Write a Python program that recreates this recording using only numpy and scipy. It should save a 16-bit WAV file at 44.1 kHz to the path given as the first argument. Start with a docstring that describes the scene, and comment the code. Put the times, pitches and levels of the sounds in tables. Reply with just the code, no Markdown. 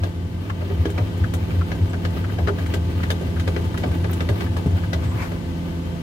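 """A hand screwdriver turns a screw into a refrigerator's plastic liner, close to a stereo microphone.
The tool slips and clicks, the thread creaks in the plastic, and the hollow cabinet booms softly under
the hand, its near walls throwing back short echoes. At the end the hand slides along the tool and rests.
Behind the work the refrigerator runs on: the compressor's piston hums, the fan drives air down a duct."""
import sys
import numpy as np
from scipy import signal
from scipy.fft import rfft, irfft
from scipy.io import wavfile
from scipy.ndimage import uniform_filter1d

SR = 44100
rng = np.random.default_rng(int(sys.argv[2]) if len(sys.argv) > 2 else 0)


def master_out(mix):
    """Clip the mix to full scale and print it as 16-bit PCM to the path in sys.argv[1]."""
    frames = np.transpose(np.atleast_2d(mix))
    ceiling = np.clip(frames, -1, 1)
    pcm = np.round(ceiling * 32767).astype(np.int16)
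    wavfile.write(sys.argv[1], SR, pcm)


N = 265834
TIME = np.arange(N) / SR
SHAFT_HZ = 42.41  # the compressor's rotation
GRIP_S, TIGHTEN_S, LET_GO_S, LOOSEN_S = 0.2, 0.5, 5.15, 0.43
LEAD_S = 0.008  # the tip starts to slip this long before it clicks

# How alike the two channels are in the cabinet. Each row: frequency in Hz, correlation from -1 to 1.
LIKENESS = [(60, .995), (130, .98), (290, .82), (640, .24), (1410, -.25), (3100, -.15), (6820, .05),
            (15000, .17)]
# Resonances of the plastic liner. Each row: centre in Hz, width in Hz, height in dB.
LINER = [(404.3, 32, 7), (540, 225, 5), (700, 39, 0.5), (1212, 110, 9.5), (1569, 49, 10), (1680, 150, 6),
         (1972, 72, 6), (2300, 54, 4), (3220, 61, 0.5), (3380, 64, -11), (3800, 77, -2.5), (4350, 89, 3),
         (4990, 100, 3)]
# Dull friction of the screw's thread. Each row: frequency in Hz, relative level in dB.
THREAD = [(200, -5), (600, -6), (1400, 2.5), (2300, -4), (3500, -13.5), (7000, -24), (15000, -35)]


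def gain_of(db):
    """Decibels to amplitude."""
    return 10 ** (np.asarray(db) / 20)


def unit_rms(x):
    """Scales to rms 1."""
    return x / np.sqrt(np.mean(x ** 2) + 1e-20)


def curve_at(points, hz):
    """Reads a curve on a logarithmic frequency axis."""
    f, value = np.transpose(points)
    return np.interp(np.log(hz + 1), np.log(np.abs(f) + 1), value)


def low_cut(x, hz, order):
    """Butterworth high-pass filter."""
    return signal.sosfilt(signal.butter(order, hz, "high", fs=SR, output="sos"), x)


def add(mix, s, sound):
    """Adds a sound to the mix at s seconds."""
    part = mix[:, max(round(s * SR), 0):][:, :sound.shape[1]]
    part += sound[:, :part.shape[1]]


def panned(lean_db):
    """Channel gains that put the left lean_db above the right."""
    return gain_of(np.array([[.5], [-.5]]) * lean_db)


def drift(hz):
    """Slow random motion, rms 1, up to about the given rate."""
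    f = np.fft.rfftfreq(N, 1 / SR)
    return unit_rms(irfft(rfft(rng.standard_normal(N)) * np.exp(-(f / hz) ** 2), N))


def colour(x, spectrum, modes=()):
    """Minimum-phase filter: a broad spectrum with resonances standing out of it."""
    hz = np.fft.rfftfreq(4096, 1 / SR)
    peaks_db = sum(height / (1 + (2 * (hz - f) / width) ** 2) for f, width, height in modes)
    db = curve_at(spectrum, hz) + peaks_db
    log_gain = np.log(gain_of(np.r_[db, db[-2:0:-1]]))
    taps = np.fft.ifft(np.exp(np.conj(signal.hilbert(log_gain)))).real
    return signal.fftconvolve(x, taps[None, :len(hz)], axes=1)[:, :x.shape[1]]


def grains(size, per_s, spread_db):
    """Tiny random slips of uneven strength, in two channels."""
    strength = gain_of(spread_db * np.minimum(rng.exponential(1, size), 4))
    slipping = rng.random(size) < per_s / SR
    return unit_rms(strength * slipping * rng.standard_normal((2, size)))


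def in_cabinet(x):
    """Two unrelated signals become the field at the microphone: alike in the bass, diffuse above."""
    # Stereo balance in the cabinet. Each row: frequency in Hz, left over right in dB.
    balance = [(60, -10), (110, -8), (200, -3), (380, -4), (700, 7), (1290, 5), (2380, 2), (4400, 6.5),
               (8120, 2.5), (15000, 0.5)]
    hz = np.fft.rfftfreq(x.shape[1], 1 / SR)
    left, unrelated = rfft(x)
    alike = np.clip(curve_at(LIKENESS, hz), -1, 1)
    right = alike * left + np.sqrt(1 - alike ** 2) * unrelated
    return irfft(np.array([left, right]) * panned(curve_at(balance, hz)), x.shape[1])


def walls(x, echo_db=-19, count=8):
    """Nearby walls and shelves throw back the upper range, combing it finely."""
    upper = low_cut(x, hz=1000, order=2)
    out = x.copy()
    for delay_s, sign in zip(rng.uniform(.002, .012, count), rng.choice([-1, 1], count)):
        add(out, delay_s, sign * gain_of(echo_db) * upper)
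    return out


def compressor(waver_hz=0.047):
    """The piston stroke hums in harmonics of the shaft rate, each wavering a little."""
    # The hum. Each entry, keyed by multiple of the shaft rate: level in dB, left over right in dB.
    harmonics = {2: (-31.5, 0.5), 4: (-33.5, 1.3), 5: (-44, 1), 6: (-43, 0.91), 7: (-47.5, -1),
                 8: (-42, -1.5), 10: (-58, 7.3), 12: (-49.5, -8.5), 16: (-52, 4.4), 20: (-61.5, 22),
                 24: (-64, -16), 28: (-65, 4), 36: (-58.5, -4)}
    turns = np.cumsum(SHAFT_HZ + waver_hz * drift(1.22)) / SR
    out = np.zeros((2, N))
    for multiple, (db, lean_db) in harmonics.items():
        alike = np.clip(curve_at(LIKENESS, multiple * SHAFT_HZ), -1, 1)
        channel_phase = np.arccos(alike) * np.array([[0], [1]])
        tone = np.sqrt(2) * np.sin(2 * np.pi * (multiple * turns + rng.random()) + channel_phase)
        flutter = 1 + .07 * drift(4)
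        out += gain_of(db) * panned(lean_db) * tone * flutter
    return out


def fan(rush_db=-43, throb=0.035):
    """Air rushes through the duct, pulsing with the cabinet's vibration, over the motor's low tones."""
    # Rush of the air. Each row: frequency in Hz, relative level in dB.
    rush = [(20, -41), (33, -10.5), (48, 7), (70, -30), (105, -2.5), (140, 3.5), (260, -3.5), (380, -11),
            (500, -12.5), (800, -18.5), (1400, -24), (3200, -27), (6000, -33), (9500, -38.5), (15500, -48)]
    # Resonances of the duct. Each row: centre in Hz, width in Hz, height in dB.
    duct = [(266.3, 38, 6.5), (387, 54, 6.5), (680, 21, 5), (881.4, 34, 13), (1192, 62, 7.5),
            (1571, 44, 9.5), (2035, 150, 6.5), (3020, 700, 4.5), (4050, 340, 2), (11270, 150, 6),
            (12700, 700, 7)]
    # Tones of the motor. Each row: pitch in Hz, level in dB.
    motor = [(47.5, -50), (59.3, -41)]
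    pulsing = 1 + throb * np.sin(2 * np.pi * 4 * SHAFT_HZ * TIME)
    air = in_cabinet(colour(rng.standard_normal((2, N)) * pulsing, rush, duct))
    out = gain_of(rush_db) * air / low_cut(air.mean(0), hz=400, order=4).std()
    for hz, db in motor:
        phase = 2 * np.pi * (hz * TIME + rng.random()) + 0.3 * drift(3.9)
        out += gain_of(db) * np.sqrt(2) * np.sin(phase)
    return out


def grip(before_db, holding_db, after_db):
    """Gain that follows the hand as it takes hold, works with even force and lets go."""
    times = [GRIP_S, GRIP_S + TIGHTEN_S, LET_GO_S, LET_GO_S + LOOSEN_S]
    return gain_of(np.interp(TIME, times, [before_db, holding_db, holding_db, after_db]))


def hand(uneven_db=3.0, slide_db=-1):
    """Fine friction of the grip while turning, then one smooth slide of skin along the handle."""
    # Spectra of the rubbing grip and the sliding skin. Each row: frequency in Hz, relative level in dB.
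    rub_spectrum = [(60, -50.5), (150, -2), (300, 0), (500, -9.5), (900, -14), (1600, -20.5), (3000, -15.5),
                    (6000, -34.5), (9000, -38), (12000, -32), (15500, -33)]
    skin_spectrum = [(200, 2), (600, 3), (1050, 2), (1500, 1), (2300, -2), (2900, -11), (6000, -15.5),
                     (12000, -26), (15500, -29)]
    # Course of the slide. Each row: time in seconds, relative level in dB.
    slide_levels = [(4.98, -62), (5.04, -35.5), (5.09, -49), (5.16, -41), (5.225, -29.5), (5.27, -36),
                    (5.36, -71)]
    slips = grains(N, per_s=5000, spread_db=1.9) * gain_of(uneven_db * drift(13.3))
    rub = unit_rms(in_cabinet(colour(slips, rub_spectrum, LINER)))
    slide = unit_rms(in_cabinet(colour(rng.standard_normal((2, N)), skin_spectrum)))
    slide_gain = gain_of(np.interp(TIME, *np.transpose(slide_levels)) + slide_db)
    return rub * grip(before_db=-43.5, holding_db=-38.0, after_db=-41.5) + slide * slide_gain


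def squeaks():
    """Friction sings in narrow bands of noise."""
    # Thin squeaks and hisses of skin on the handle.
    # Each row: start in seconds, length in seconds, pitch in Hz, half-width in Hz, level in dB.
    skin_squeaks = [(1.89, 0.028, 7900, 800, -53), (4.11, .012, 14100, 1800, -37),
                    (5.03, .11, 7750, 700, -55), (5.07, 0.19, 1070, 220, -42.5),
                    (5.177, 0.07, 2260, 500, -39), (5.13, 0.23, 12200, 2600, -56)]
    # A faint high whine during the last turns: one row with the same columns.
    whine = (3.25, 1.5, 10900, 170, -62)
    out, hz = np.zeros((2, N)), np.fft.rfftfreq(N, 1 / SR)
    for s, length, pitch_hz, width_hz, db in skin_squeaks + [whine]:
        peak = 1 / (1 + ((hz - pitch_hz) / width_hz) ** 2) ** 2
        band = unit_rms(irfft(rfft(rng.standard_normal((2, N))) * peak, N))
        progress = np.clip((TIME - s) / length, 0, 1)
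        out += gain_of(db) * band * np.sqrt(np.abs(np.sin(np.pi * progress)))
    return out


def thump(db, hz, rise_s):
    """One mode of the cabinet swells and dies away."""
    t = TIME[:SR // 3]
    envelope = (t / rise_s * np.exp(1 - t / rise_s)) ** 2
    return (gain_of(db) * envelope * np.sin(2 * np.pi * hz * t))[None]


def cabinet(boom_hz=89, width_hz=19, rise_cycles=1.67, bump_s=4.659):
    """The hollow cabinet booms at its lowest resonance as the hand trembles and pushes."""
    # Pushes of the hand. Each row: start in seconds, level in dB, pitch in Hz.
    pushes = [(0.0, -14.5, 93), (0.775, -12.5, 83.8), (1.0, -10.5, 92), (1.191, -9, 85), (1.56, -14.5, 86),
              (1.802, -10.5, 90), (2.408, -11, 82.2), (3.877, -12.5, 92), (4.29, -9.5, 95),
              (4.701, -12.5, 88.5), (5.042, -17, 105), (5.139, -15.5, 107.4)]
    # One sharp bump wakes higher modes too. Each row: pitch in Hz, level in dB, rise in seconds.
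    bump_modes = [(92.3, -10.5, 0.019), (137, -3.5, 0.0037), (242, -12.5, 0.0058)]
    hz = np.fft.fftfreq(N, 1 / SR)
    band = np.fft.ifft(np.fft.fft(rng.standard_normal(N)) / (1 + ((hz - boom_hz) / width_hz) ** 2) ** 2)
    steady_boom = unit_rms(band.real / np.sqrt(uniform_filter1d(abs(band) ** 2, size=4000)))
    out = (steady_boom * grip(before_db=-29, holding_db=-24.0, after_db=-37))[None]
    for s, db, pitch_hz in pushes:
        add(out, s, thump(db, pitch_hz, rise_cycles / pitch_hz))
    for pitch_hz, db, rise_s in bump_modes:
        add(out, bump_s, thump(db, pitch_hz, rise_s))
    return low_cut(out, hz=69, order=6) * panned(1.1)  # it hardly radiates below its resonance


def panel():
    """Firm blows leave a loose panel ringing hollowly, a little to the right."""
    # Modes of the panel. Each row: pitch in Hz, relative level in dB, seconds to fall 60 dB.
    modes = [(323, -1.5, 0.15), (406.7, -2.5, 0.19), (464, -7.5, 0.12), (584, -16, 0.1)]
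    # The blows. Each row: start in seconds, strength in dB.
    blows = [(0.856, -16.5), (2.484, -24.5), (4.292, -28), (4.662, -24)]
    out, t = np.zeros((2, N)), TIME[:SR // 3]
    ring = sum(gain_of(db - 60 * t / t60) * np.sin(2 * np.pi * hz * t) for hz, db, t60 in modes)
    for s, db in blows:
        add(out, s, gain_of(db) * ring * panned(-2))
    return out


def screw(creak_db=-7, rise_s=0.0048, width_hz=480, ring_db=11):
    """The thread slips in short flurries, each ringing one patch of the plastic."""
    # Creaks of the screw. Each row: start in seconds, relative level in dB, pitch in Hz.
    creaks = [(0.4963, -23.5, 1250), (0.6105, -36.5, 1220), (1.236, -24, 1620), (1.505, -33, 2390),
              (1.6095, -26, 1290), (1.9397, -31, 1560), (2.166, -35, 1260), (2.2397, -27.5, 1560),
              (2.293, -32, 1600), (2.482, -18.5, 1330), (3.0006, -33, 1290), (3.031, -25, 1910),
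              (3.3637, -31.5, 1550), (3.7402, -27, 1250), (4.093, -32, 1560), (4.4605, -32, 1690),
              (4.7764, -33, 1610), (4.8348, -29.5, 1670)]
    out, t = np.zeros((2, N)), TIME[:SR // 8]
    for s, db, hz in creaks:
        slips = grains(len(t), per_s=4000, spread_db=0.6) * t / rise_s * np.exp(-t / rise_s)
        creak = in_cabinet(colour(slips, THREAD, [(hz, width_hz, ring_db)]))
        add(out, s, gain_of(db + creak_db) * creak / creak[:, :SR // 50].std())
    return out


def tip_scrape(db, slip_db=-11):
    """A short scrape swells just before the tip gives way."""
    t = TIME[:SR // 20]
    slips = grains(len(t), per_s=4000, spread_db=0.6) * (t / LEAD_S) * (t < LEAD_S)
    scrape = in_cabinet(colour(slips, THREAD))
    return gain_of(db + slip_db) * scrape / scrape[:, :SR // 100].std()


def impact(spectrum, modes, t60, rise_s=0.00071, direct=0.34, direct_s=0.00093, tail_t60=0.13):
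    """A hit and its dense echoes off the close walls ring the liner; rms 1 over the first 20 ms."""
    t = TIME[:SR // 4]
    onset = 1 - np.exp(-(t / rise_s) ** 2)
    decay = direct * np.exp(-t / direct_s) + gain_of(-60 * t / t60) + gain_of(-20 - 60 * t / tail_t60)
    echoes = grains(len(t), per_s=14000, spread_db=0.98) * onset * decay
    sound = in_cabinet(colour(echoes, spectrum, LINER + modes))
    return sound / sound[:, :SR // 50].std()


def click(db, hardness_db, knock_db, knock_hz, snap_db=-6.0, tick_db=-15, usual_db=-34.5):
    """One click knocks the panel, clacks in the plastic, snaps in the handle and ticks at the tip."""
    # Spectra of the four parts. Each row: frequency in Hz, relative level in dB.
    panel_spectrum = [(100, -23), (250, 3.5), (420, -0.5), (750, -4.5), (1100, -9), (2500, -64)]
    plastic_spectrum = [(400, 0), (900, -9), (1400, 8.5), (2400, 5.5), (3300, -5.5), (7000, -18.5),
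                        (15000, -42)]
    handle_spectrum = [(1000, -58), (2400, -8.5), (3300, 5), (4500, -6), (6500, -11.5), (9000, -33.5),
                       (15000, -32)]
    steel_spectrum = [(3000, -50), (6500, 4.5), (8000, 0.5), (11000, -0.5), (15500, -5.5)]
    # each point of contact lifts a few resonances of its own by 6 dB
    spot_hz = np.geomspace(1500, 13000, num=8) * rng.uniform(.87, 1.15, 8)
    spot_modes = [(hz, hz / 20, 6) for hz in spot_hz]
    knock = gain_of(knock_db) * impact(panel_spectrum, [(knock_hz, 110, 7)], t60=0.19)
    clack = impact(plastic_spectrum, spot_modes, t60=0.06)
    # hard contact brings out snap and tick; a strong click snaps more still
    snap_gain = gain_of(snap_db + 0.32 * hardness_db + 0.37 * (db - usual_db)) * panned(-0.17)
    tick_gain = gain_of(tick_db + hardness_db) * panned(-.6)
    snap = snap_gain * impact(handle_spectrum, spot_modes, t60=0.094)
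    tick = tick_gain * impact(steel_spectrum, spot_modes, t60=0.1, rise_s=0.00271, direct=0)
    return gain_of(db) * (knock + clack + snap + tick)


def screwdriver(faint_count=12):
    """The steel tip slips and clicks, with faint clicks scattered over the time the tool is held."""
    # The clear clicks. Each row: start in seconds, strength in dB, hardness as treble boost in dB,
    # panel knock relative to the strength in dB, pitch of the knock in Hz.
    clicks = [(0.0338, -33.5, -1, 3, 610), (0.613, -45, -10, 11, 620), (0.7, -44, -8, 16, 387),
              (0.8536, -32.5, -5, 3, 410), (0.9, -42.5, 10, 3, 400), (0.979, -32.5, -18, 3, 610),
              (1.336, -37.5, 13, 6, 446), (1.716, -32, -17, -1, 670), (1.932, -38, -6, 3.5, 690),
              (2.0498, -32, -4.5, 2, 367), (2.385, -36.5, -13, 7.5, 680), (2.4719, -30, -18, 3.5, 407),
              (2.4821, -35.5, -13, 8.5, 427), (2.584, -37.5, -3, 1, 660), (2.661, -39.5, 5, -8, 400),
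              (2.738, -31.5, 5.5, 3.5, 414), (3.032, -34.5, -2, -9, 530), (3.1023, -27.5, 4, -0.5, 440),
              (3.21, -46.5, 7, 16, 377), (3.3958, -35.5, 4, -19, 400), (3.475, -32.5, 0, 6.5, 480),
              (3.563, -32, -19, 5, 416), (3.774, -35.5, 5, 1, 373), (3.835, -32, -12, 7, 666),
              (3.914, -42, 3, 6.5, 368), (4.042, -34.5, -16, 4, 380), (4.129, -40, 12.5, -6, 366),
              (4.205, -31, -8, 0, 490), (4.2883, -32.5, 2, 5.5, 560), (4.4064, -34, -5, 3.5, 373),
              (4.566, -37.5, 4, 7.5, 930), (4.659, -46.5, 8, 14.5, 387), (4.931, -29.5, -1.5, -0.5, 630),
              (5.316, -42, 1, 9.5, 420)]
    out = np.zeros((2, N))
    for s, db, *contact in clicks:
        add(out, s - LEAD_S, tip_scrape(db))
        add(out, s, click(db, *contact))
    for s in rng.uniform(GRIP_S + TIGHTEN_S, LET_GO_S, faint_count):
        add(out, s, click(db=rng.normal(-49, 0.5), hardness_db=9.5, knock_db=9, knock_hz=393))
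    return out


def scene():
    """The running refrigerator and the work on its liner, heard from close by."""
    # Slow swell of the running machine. Each row: time in seconds, gain in dB.
    swell_levels = [(0, -2), (0.4, -3.5), (1.1, 0), (2.5, 0), (3.6, 1.5), (4.6, 1), (5.4, 0.5), (6.03, 0.5)]
    swell = gain_of(np.interp(TIME, *np.transpose(swell_levels)))
    hum = swell * compressor()
    fan_and_hand = walls(swell * fan() + hand())
    return hum + fan_and_hand + cabinet() + screwdriver() + panel() + screw() + squeaks()


def record(dry):
    """The microphone loses the deepest bass and cuts off steeply at the top of the treble."""
    thinned = low_cut(dry, hz=35, order=2)
    high_cut = signal.firwin(511, cutoff=15850, window=("kaiser", 9), fs=SR)
    return signal.oaconvolve(thinned, high_cut[None], "same")


dry = scene()
out = record(dry)
master_out(out)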